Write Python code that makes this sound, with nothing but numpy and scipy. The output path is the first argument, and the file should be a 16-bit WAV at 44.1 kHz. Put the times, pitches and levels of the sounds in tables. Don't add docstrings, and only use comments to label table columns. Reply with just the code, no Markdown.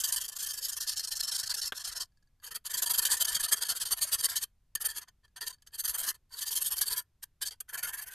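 import sys
import numpy as np
from scipy import signal
from scipy.fft import rfft, irfft
from scipy.io import wavfile

SR = 44100
rng = np.random.default_rng(int(sys.argv[2]) if len(sys.argv) > 2 else 0)


def file_out(sig):
    cols = np.atleast_2d(sig).T
    lim = np.clip(cols, -1, 1)
    pcm = np.round(lim * 32767).astype(np.int16)
    wavfile.write(sys.argv[1], SR, pcm)


N = 358974

# start_s, length_s, level_db, rise_share (part spent speeding up, 0-1)
STROKES = [(-0.0, 0.037, -31.5, 0), (0.033, 0.036, -28, 0.6), (0.063, 0.057, -32, 0.35),
           (0.122, 0.04, -30, 0.27), (0.159, 0.043, -29, 0.07), (0.198, 0.04, -32.5, 0.49),
           (0.229, 0.046, -37.5, 0.42), (0.277, 0.032, -36.5, 0.28), (0.313, 0.034, -42, 0.54),
           (0.35, 0.03, -36.5, 0.73), (0.382, 0.053, -36, 0.33), (0.416, 0.044, -31.5, 0.42),
           (0.454, 0.029, -33.5, 0.67), (0.468, 0.062, -34.0, 0.74), (0.528, 0.04, -38, 0.26),
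           (0.559, 0.046, -35.5, 0.64), (0.6, 0.085, -34, 0.6), (0.679, 0.039, -33.5, 0.3),
           (0.714, 0.043, -35.5, 0.35), (0.758, 0.036, -32.5, 0.4), (0.799, 0.062, -33, 0.19),
           (0.861, 0.054, -29.5, 0.59), (0.901, 0.054, -35.5, 0.43), (0.955, 0.048, -32.5, 0.5),
           (0.991, 0.034, -33, 0.18), (1.024, 0.041, -34.0, 0.54), (1.066, 0.035, -36, 0.43),
           (1.104, 0.047, -31, 0.42), (1.147, 0.046, -34.5, 0.5), (1.188, 0.027, -32, 0.77),
           (1.221, 0.046, -33.0, 0.33), (1.266, 0.045, -31.5, 0.49), (1.309, 0.044, -31.5, 0.32),
           (1.329, 0.046, -30.5, 0.72), (1.373, 0.056, -31, 0.38), (1.427, 0.028, -32.5, 0.36),
           (1.449, 0.035, -35, 0.8), (1.488, 0.047, -30.0, 0.4), (1.535, 0.024, -31.5, 0.52),
           (1.554, 0.062, -35.5, 0.51), (1.611, 0.056, -32.5, 0.13), (1.638, 0.06, -34.0, 0.54),
           (1.737, 0.051, -38.5, 0.85), (1.78, 0.055, -40.5, 0.55), (1.838, 0.045, -34.5, 0.24),
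           (1.865, 0.047, -35.0, 0.38), (1.906, 0.036, -39.5, 0.69), (1.943, 0.051, -35.0, 0.65),
           (1.993, 0.053, -33, 0.35), (2.424, 0.034, -44, 0.8), (2.45, 0.049, -43, 0.4),
           (2.506, 0.034, -41, 0.33), (2.542, 0.036, -34.5, 0.41), (2.646, 0.043, -36.5, 0.45),
           (2.692, 0.041, -37, 0.44), (2.73, 0.038, -31, 0.33), (2.763, 0.052, -30.5, 0.38),
           (2.816, 0.04, -26.5, 0.22), (2.857, 0.038, -29, 0.17), (2.89, 0.041, -25.5, 0.46),
           (2.931, 0.048, -30, 0.2), (2.972, 0.037, -23.5, 0.39), (3.011, 0.04, -30, 0.5),
           (3.047, 0.046, -27, 0.22), (3.085, 0.084, -26.5, 0.46), (3.165, 0.031, -33.5, 0.24),
           (3.193, 0.046, -25, 0.54), (3.242, 0.022, -29, 0.54), (3.265, 0.056, -30.0, 0.4),
           (3.305, 0.047, -34.5, 0.45), (3.34, 0.043, -26, 0.38), (3.389, 0.038, -31, 0.48),
           (3.423, 0.051, -29.0, 0.33), (3.473, 0.04, -35.5, 0.5), (3.512, 0.039, -21.5, 0.41),
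           (3.554, 0.051, -38, 0.45), (3.605, 0.039, -27.5, 0.63), (3.63, 0.055, -37.5, 0.66),
           (3.681, 0.057, -27, 0.35), (3.744, 0.052, -36.5, 0.4), (3.794, 0.052, -30, 0.49),
           (3.852, 0.06, -35, 0.04), (3.901, 0.046, -24.5, 0.44), (3.961, 0.039, -36, 0.69),
           (4.006, 0.054, -25.5, 0.39), (4.047, 0.071, -40.5, 0.55), (4.112, 0.055, -25, 0.37),
           (4.169, 0.049, -33, 0.87), (4.224, 0.046, -22.0, 0.66), (4.28, 0.093, -35, 0.16),
           (4.352, 0.045, -26.5, 0.31), (4.402, 0.044, -31, 0.84), (4.753, 0.01, -27, 0.46),
           (4.801, 0.037, -33.0, 0.5), (4.839, 0.038, -27.5, 0.6), (4.877, 0.061, -38.5, 0.37),
           (4.94, 0.06, -36, 0.7), (5.005, 0.039, -48, 0.48), (5.073, 0.027, -56, 0.55),
           (5.23, 0.036, -67, 0.62), (5.359, 0.034, -45, 0.14), (5.406, 0.049, -36.5, 0.17),
           (5.455, 0.031, -31, 0.92), (5.478, 0.044, -45.5, 0.62), (5.525, 0.032, -51.5, 0.07),
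           (5.621, 0.015, -58.5, 0), (5.663, 0.029, -53, 0.3), (5.725, 0.046, -41, 0.54),
           (5.777, 0.046, -30.5, 0.51), (5.834, 0.041, -29.5, 0.48), (5.872, 0.061, -30, 0.23),
           (5.929, 0.044, -33.0, 0.46), (5.969, 0.062, -32.5, 0.39), (6.014, 0.048, -34, 0.66),
           (6.05, 0.07, -30.0, 0.64), (6.135, 0.036, -55.5, 0.34), (6.304, 0.061, -46.5, 0.68),
           (6.352, 0.053, -38.5, 0.86), (6.401, 0.051, -32.5, 0.46), (6.452, 0.055, -33, 0.46),
           (6.502, 0.05, -29.5, 0.41), (6.548, 0.056, -28.0, 0.24), (6.599, 0.034, -28, 0.93),
           (6.628, 0.073, -30.0, 0.58), (6.698, 0.055, -29.5, 0.49), (6.753, 0.055, -32.5, 0.56),
           (6.806, 0.044, -27.5, 0.25), (6.847, 0.047, -31.0, 0.83), (6.889, 0.065, -29.5, 0.56),
           (6.952, 0.064, -31.0, 0.44), (7.223, 0.023, -39, 0.64), (7.411, 0.038, -31, 0.33),
           (7.444, 0.052, -33.5, 0.55), (7.507, 0.043, -45, 0.01), (7.605, 0.011, -36, 0.5),
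           (7.681, 0.04, -47.5, 0.35), (7.725, 0.044, -36, 0.45), (7.772, 0.046, -37, 0.15),
           (7.825, 0.049, -31, 0.17), (7.86, 0.059, -37.5, 0.4), (7.923, 0.044, -36.5, 0.36),
           (7.962, 0.05, -39, 0.6), (8.005, 0.046, -40.5, 0.47), (8.057, 0.047, -44.0, 0.47),
           (8.091, 0.093, -48.5, 0.46)]
# time_s, level_db
PEAKS = [(0.041, -26.5), (0.126, -25), (.897, -29), (1.208, -25), (3.055, -23), (3.119, -21),
         (4.024, -26.5), (4.143, -30.5), (4.755, -26.5), (6.818, -24), (7.233, -42), (7.606, -31)]
# time_s, level_db (before the offsets of tick and ping)
TOUCHES = [(2.121, -77.5), (2.173, -70), (2.226, -70), (2.273, -73.5), (2.4, -67), (4.772, -45.5),
           (5.28, -69), (5.584, -73), (5.708, -70)]
# pitch_hz, density_db (per Hz)
FACE_SPECTRUM = [(40, -10.5), (120, -19.5), (260, -33), (500, -25.5), (800, -22), (1150, -15.5),
                 (1750, -7.5), (2260, -23.5), (2750, -12), (3600, -8.5), (4800, -4.5), (7000, -2),
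                 (9800, -4), (11500, -4), (14500, -11.5)]
# pitch_hz, density_db (per Hz)
EDGE_SPECTRUM = [(40, -5), (120, -12.5), (300, -21.5), (470, -13.5), (600, -17.5), (820, -13), (1050, -8),
                 (1600, -0.5), (2300, -10.5), (3600, -1.5), (5600, -1.5), (8000, 2), (9900, 0.5),
                 (11200, 6), (14500, -3)]
# pitch_hz, width_hz, lift_db
FILE_MODES = [(438, 54, 7), (683, 58, 6.5), (984, 110, 8), (1750, 58, 10), (3151, 97, 14.5),
              (4627, 150, 15), (6430, 110, 9), (8760, 200, 9), (11410, 160, 5.5)]
# start_s, end_s, pitch_hz, width_hz, lift_db
GRIP_MODES = [(0, 0.73, 3140, 170, 6.5), (0, 0.85, 13000, 3000, 1.5), (.5, 2.1, 5380, 190, 10),
              (.8, 2.1, 4230, 220, 9), (2.6, 4.1, 7060, 130, -1), (2.6, 3.4, 7500, 330, 6),
              (3.4, 6.5, 4200, 396, 2), (3.4, 5.7, 9140, 400, 4), (3.9, 6.1, 1820, 69.6, 5),
              (4.7, 6, 6350, 197, 4), (5.7, 7.1, 13500, 2200, 1.5), (7.6, 8.2, 1560, 197, 7.5),
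              (7.6, 10.8, 2400, 590, 8.5), (7.6, 10, 6300, 500, 2.5)]
# time_s, body_db
BODY_CURVE = [(0, 2.5), (1.05, -2.5), (1.4, 0.5), (1.85, 2), (3.2, 2), (3.65, -0.5), (4.1, 1), (4.42, -4.5),
              (4.85, 2.5), (5.4, 5), (5.55, -8), (5.87, 2.5), (6.1, 2.5), (6.45, -5.5), (6.9, 1),
              (7.6, -5.5), (7.74, 8), (8.1, 6)]
# time_s, bright_db
BRIGHT_CURVE = [(0, 3), (.7, 2), (.9, -2), (1.9, -1.5), (2.85, 2.5), (3.6, -2), (4.1, 2), (4.35, -3),
                (4.85, 5), (5.1, -5.5), (5.65, -1.5), (5.85, 7.5), (6.35, -1), (6.65, 3.5), (7.25, 3),
                (7.5, -5), (7.6, 8), (8.1, 11.5)]
# pitch_hz, level_db (relative), t60_s
PING_MODES = [(1675, -0.5, 0.067), (4620, 5.5, 0.025), (6540, -10, 0.025)]
# pitch_hz, density_db (per Hz)
KNOCK_SPECTRUM = [(50, -11), (200, -17), (450, -9.5), (800, -9.5), (1500, 2), (2300, -14), (3400, -1),
                  (4800, -22), (14000, -22)]
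# pitch_hz, density_db (per Hz)
QUIET_SPECTRUM = [(30, -3.5), (60, -6), (130, -13), (220, -25), (450, -34.5), (14500, -46.5)]
# pitch_hz, side_minus_mid_db
WIDTH = [(2400, -39), (3900, -29), (4500, -16), (7900, -11.5), (14000, -8)]

TURN_S = 2.3
BODY_HZ = 2700
BRIGHT_FROM_HZ, BRIGHT_TO_HZ = 4600, 12000
USUAL_STROKE_DB, BODY_PER_DB, BRIGHT_PER_DB = -34.5, -0.1831, 0.14
KNOCK_S, KNOCK_DB = 1.7215, -29.5
ROOM_T60_S, QUIET_DB = .15, -70
TOP_HZ = 14320
SIZE = 4096
FREQS = np.maximum(np.arange(SIZE // 2 + 1) * SR / SIZE, 1)


def rasp(swell=1.76, peak_s=0.0041, drag_db=-25, drag_s=0.017, lead=.35, bite_body_db=-4,
         rock_db=-3, rock_hz=130, rock_swell=0.37, lurch_db=2.5):
    out = np.zeros((2, N))
    low_pass_db = -10 * np.log10(1 + (FREQS / BODY_HZ) ** 10)
    for start, length, db, rise_share in STROKES:
        rise = length * np.clip(rise_share, .05, .95)
        fastest, end = start + rise, start + length
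        body_db, bright_db = tone(fastest, db)
        lead_s = lead * rise
        t = np.arange(max(start - lead_s, 0), end + drag_s, 1 / SR)
        speed = np.sin(np.pi / 2 * np.interp(t, [start, fastest, end], [0, 1, 0]))
        drag_fade = np.interp(t, [start - lead_s, start, end, end + drag_s], [0, 1, 1, 0])
        drag = undb(drag_db) * drag_fade

        push = undb(db) * np.hypot(speed ** swell, drag)
        for s, peak_db in PEAKS:
            if start < s < end:
                peak = undb(peak_db) * np.exp(-((t - s) / peak_s) ** 2)
                push = np.hypot(push, peak)
        bite_spectrum = blade(fastest, body_db + bite_body_db, bright_db)
        add(out, t[0], ring(push * teeth(t, speed), bite_spectrum))

        lurch = unit(undb(lurch_db * wander(t, 1 / rock_hz)))
        rock = undb(db + rock_db) * np.hypot(speed ** rock_swell, drag) * lurch
        low_modes = blade(fastest, body_db, bright_db, ripple_db=11.0, ripple_hz=115.0) + low_pass_db
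        add(out, t[0], ring(rock * teeth(t, speed), low_modes))
    return out


def teeth(t, speed, rate_hz=16000, spread_db=1.5, chatter_hz=380, chatter_db=2.0):
    share = np.clip(rate_hz / SR * (.25 + speed), .001, 1)
    struck = rng.random(len(t)) < share
    strength = undb(spread_db * rng.standard_normal(len(t)))
    ticks = struck * strength / np.sqrt(share)
    chatter = undb(chatter_db * wander(t, 1 / chatter_hz))
    return unit(ticks * chatter * rng.standard_normal((2, len(t))))


def blade(s, body_db, bright_db, contact_db=2, detune=0.02, face_share=0.59, ripple_db=6.0, ripple_hz=170):
    on_face = s < TURN_S
    mode_share = face_share if on_face else 1
    db = colour(FACE_SPECTRUM if on_face else EDGE_SPECTRUM)
    db = db + ripple_db * np.tanh(wander(FREQS, ripple_hz))
    for hz, width_hz, mode_db in FILE_MODES:
        shift, favour = rng.uniform(-1, 1, 2)
        shifted_hz = hz * (1 + detune * shift)
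        db = db + lift(shifted_hz, width_hz, mode_db * mode_share + contact_db * favour)
    for start, end, hz, width_hz, mode_db in GRIP_MODES:
        db = db + (start <= s < end) * lift(hz, width_hz, mode_db)
    db = db + colour([(BRIGHT_FROM_HZ, -bright_db / 2), (BRIGHT_TO_HZ, bright_db / 2)])
    above_body = (FREQS > BODY_HZ) * (FREQS < TOP_HZ)
    db = db - 10 * np.log10(np.mean(undb(db) ** 2 * above_body))
    return db + body_db / (1 + (FREQS / BODY_HZ) ** 8)


def tone(s, db, body_scatter_db=0.16, bright_scatter_db=0.17):
    harder_db = db - USUAL_STROKE_DB
    body_chance, bright_chance = rng.standard_normal(2)
    body_now_db = np.interp(s, *np.transpose(BODY_CURVE))
    bright_now_db = np.interp(s, *np.transpose(BRIGHT_CURVE))
    body_db = body_now_db + BODY_PER_DB * harder_db + body_scatter_db * body_chance
    bright_db = bright_now_db + BRIGHT_PER_DB * harder_db + bright_scatter_db * bright_chance
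    return body_db, bright_db


def touches(decay_s=0.0062, tick_db=-5, ping_db=-2, body_db=5, bright_db=-9):
    out, t = np.zeros((2, N)), np.arange(SIZE) / SR
    fade = np.exp(-t / decay_s)
    ping = np.zeros(SIZE)
    for hz, db, t60 in PING_MODES:
        ping += undb(db - 60 * t / t60) * np.sin(2 * np.pi * hz * t)
    for s, db in TOUCHES:
        tick = undb(db + tick_db) * fade * teeth(t, fade)
        add(out, s, ring(tick, blade(s, body_db, bright_db)))
        add(out[0], s, undb(db + ping_db) * ping)
    return out


def knock(decay_s=0.0065):
    out, t = np.zeros(N), np.arange(SIZE) / SR
    bowl = response(colour(KNOCK_SPECTRUM) + lift(*FILE_MODES[0]))
    bowl = bowl / np.linalg.norm(bowl)
    rattle = np.exp(-t / decay_s) * rng.standard_normal(SIZE)
    add(out, KNOCK_S, undb(KNOCK_DB) * signal.fftconvolve(rattle, bowl))
    return out


def room(x, low_db=-23, high_db=-37):
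    t = np.arange(SR // 2) / SR
    after_gap = t > .004
    tail = rng.standard_normal((2, len(t))) * undb(-60 * t / ROOM_T60_S) * after_gap
    tail = tail / np.linalg.norm(tail[0])
    dulling = response(colour([(1700, low_db), (5000, high_db)]))
    tail = signal.fftconvolve(tail, dulling[None], axes=1)
    return signal.fftconvolve(x, tail, axes=1)[:, :N]


def quiet(apart_db=-5, apart_hz=4500):
    apart = apart_db - 10 * np.log10(1 + (apart_hz / FREQS) ** 6)
    side_db = np.maximum(apart, WIDTH[0][1])
    layers = []
    for db in (0, side_db):
        noise = rng.standard_normal(N + SIZE)
        filtered = signal.fftconvolve(noise, response(colour(QUIET_SPECTRUM) + db))
        layers.append(filtered[SIZE:N + SIZE])
    mid, side = layers
    return undb(QUIET_DB) * np.array([mid + side, mid - side]) / np.std(mid)


def ring(force, db):
    mid = signal.fftconvolve(force[0], response(db))
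    side = signal.fftconvolve(force[1], response(db + colour(WIDTH)))
    return np.array([mid, side])


def undb(db):
    return 10 ** (np.asarray(db) / 20)


def colour(points):
    hz, db = np.transpose(points)
    return np.interp(np.log(FREQS), np.log(hz), db)


def lift(hz, width_hz, db):
    return 10 * np.log10(1 + (undb(db) ** 2 - 1) / (1 + (2 * (FREQS - hz) / width_hz) ** 2))


def response(db):
    cepstrum = irfft(np.log(undb(db)))
    cepstrum[1:SIZE // 2] *= 2
    cepstrum[SIZE // 2 + 1:] = 0
    return irfft(np.exp(rfft(cepstrum)))


def wander(axis, step):
    knots = np.arange(axis[0] - step * rng.random(), axis[-1] + step, step)
    return np.interp(axis, knots, rng.standard_normal(len(knots)))


def unit(x):
    return x / np.sqrt(np.mean(x ** 2))


def add(out, s, sound):
    i = max(int(s * SR), 0)
    n = min(sound.shape[-1], N - i)
    out[..., i:i + n] += sound[..., :n]


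def scene():
    near = rasp() + touches()
    near[0] += knock()
    mid, side = near + room(near)
    return mid + quiet() + np.array([side, -side])


def record(dry):
    top_cut = signal.ellip(12, .2, 70, TOP_HZ, fs=SR, output="sos")
    return signal.sosfilt(top_cut, dry)


dry = scene()
out = record(dry)
file_out(out)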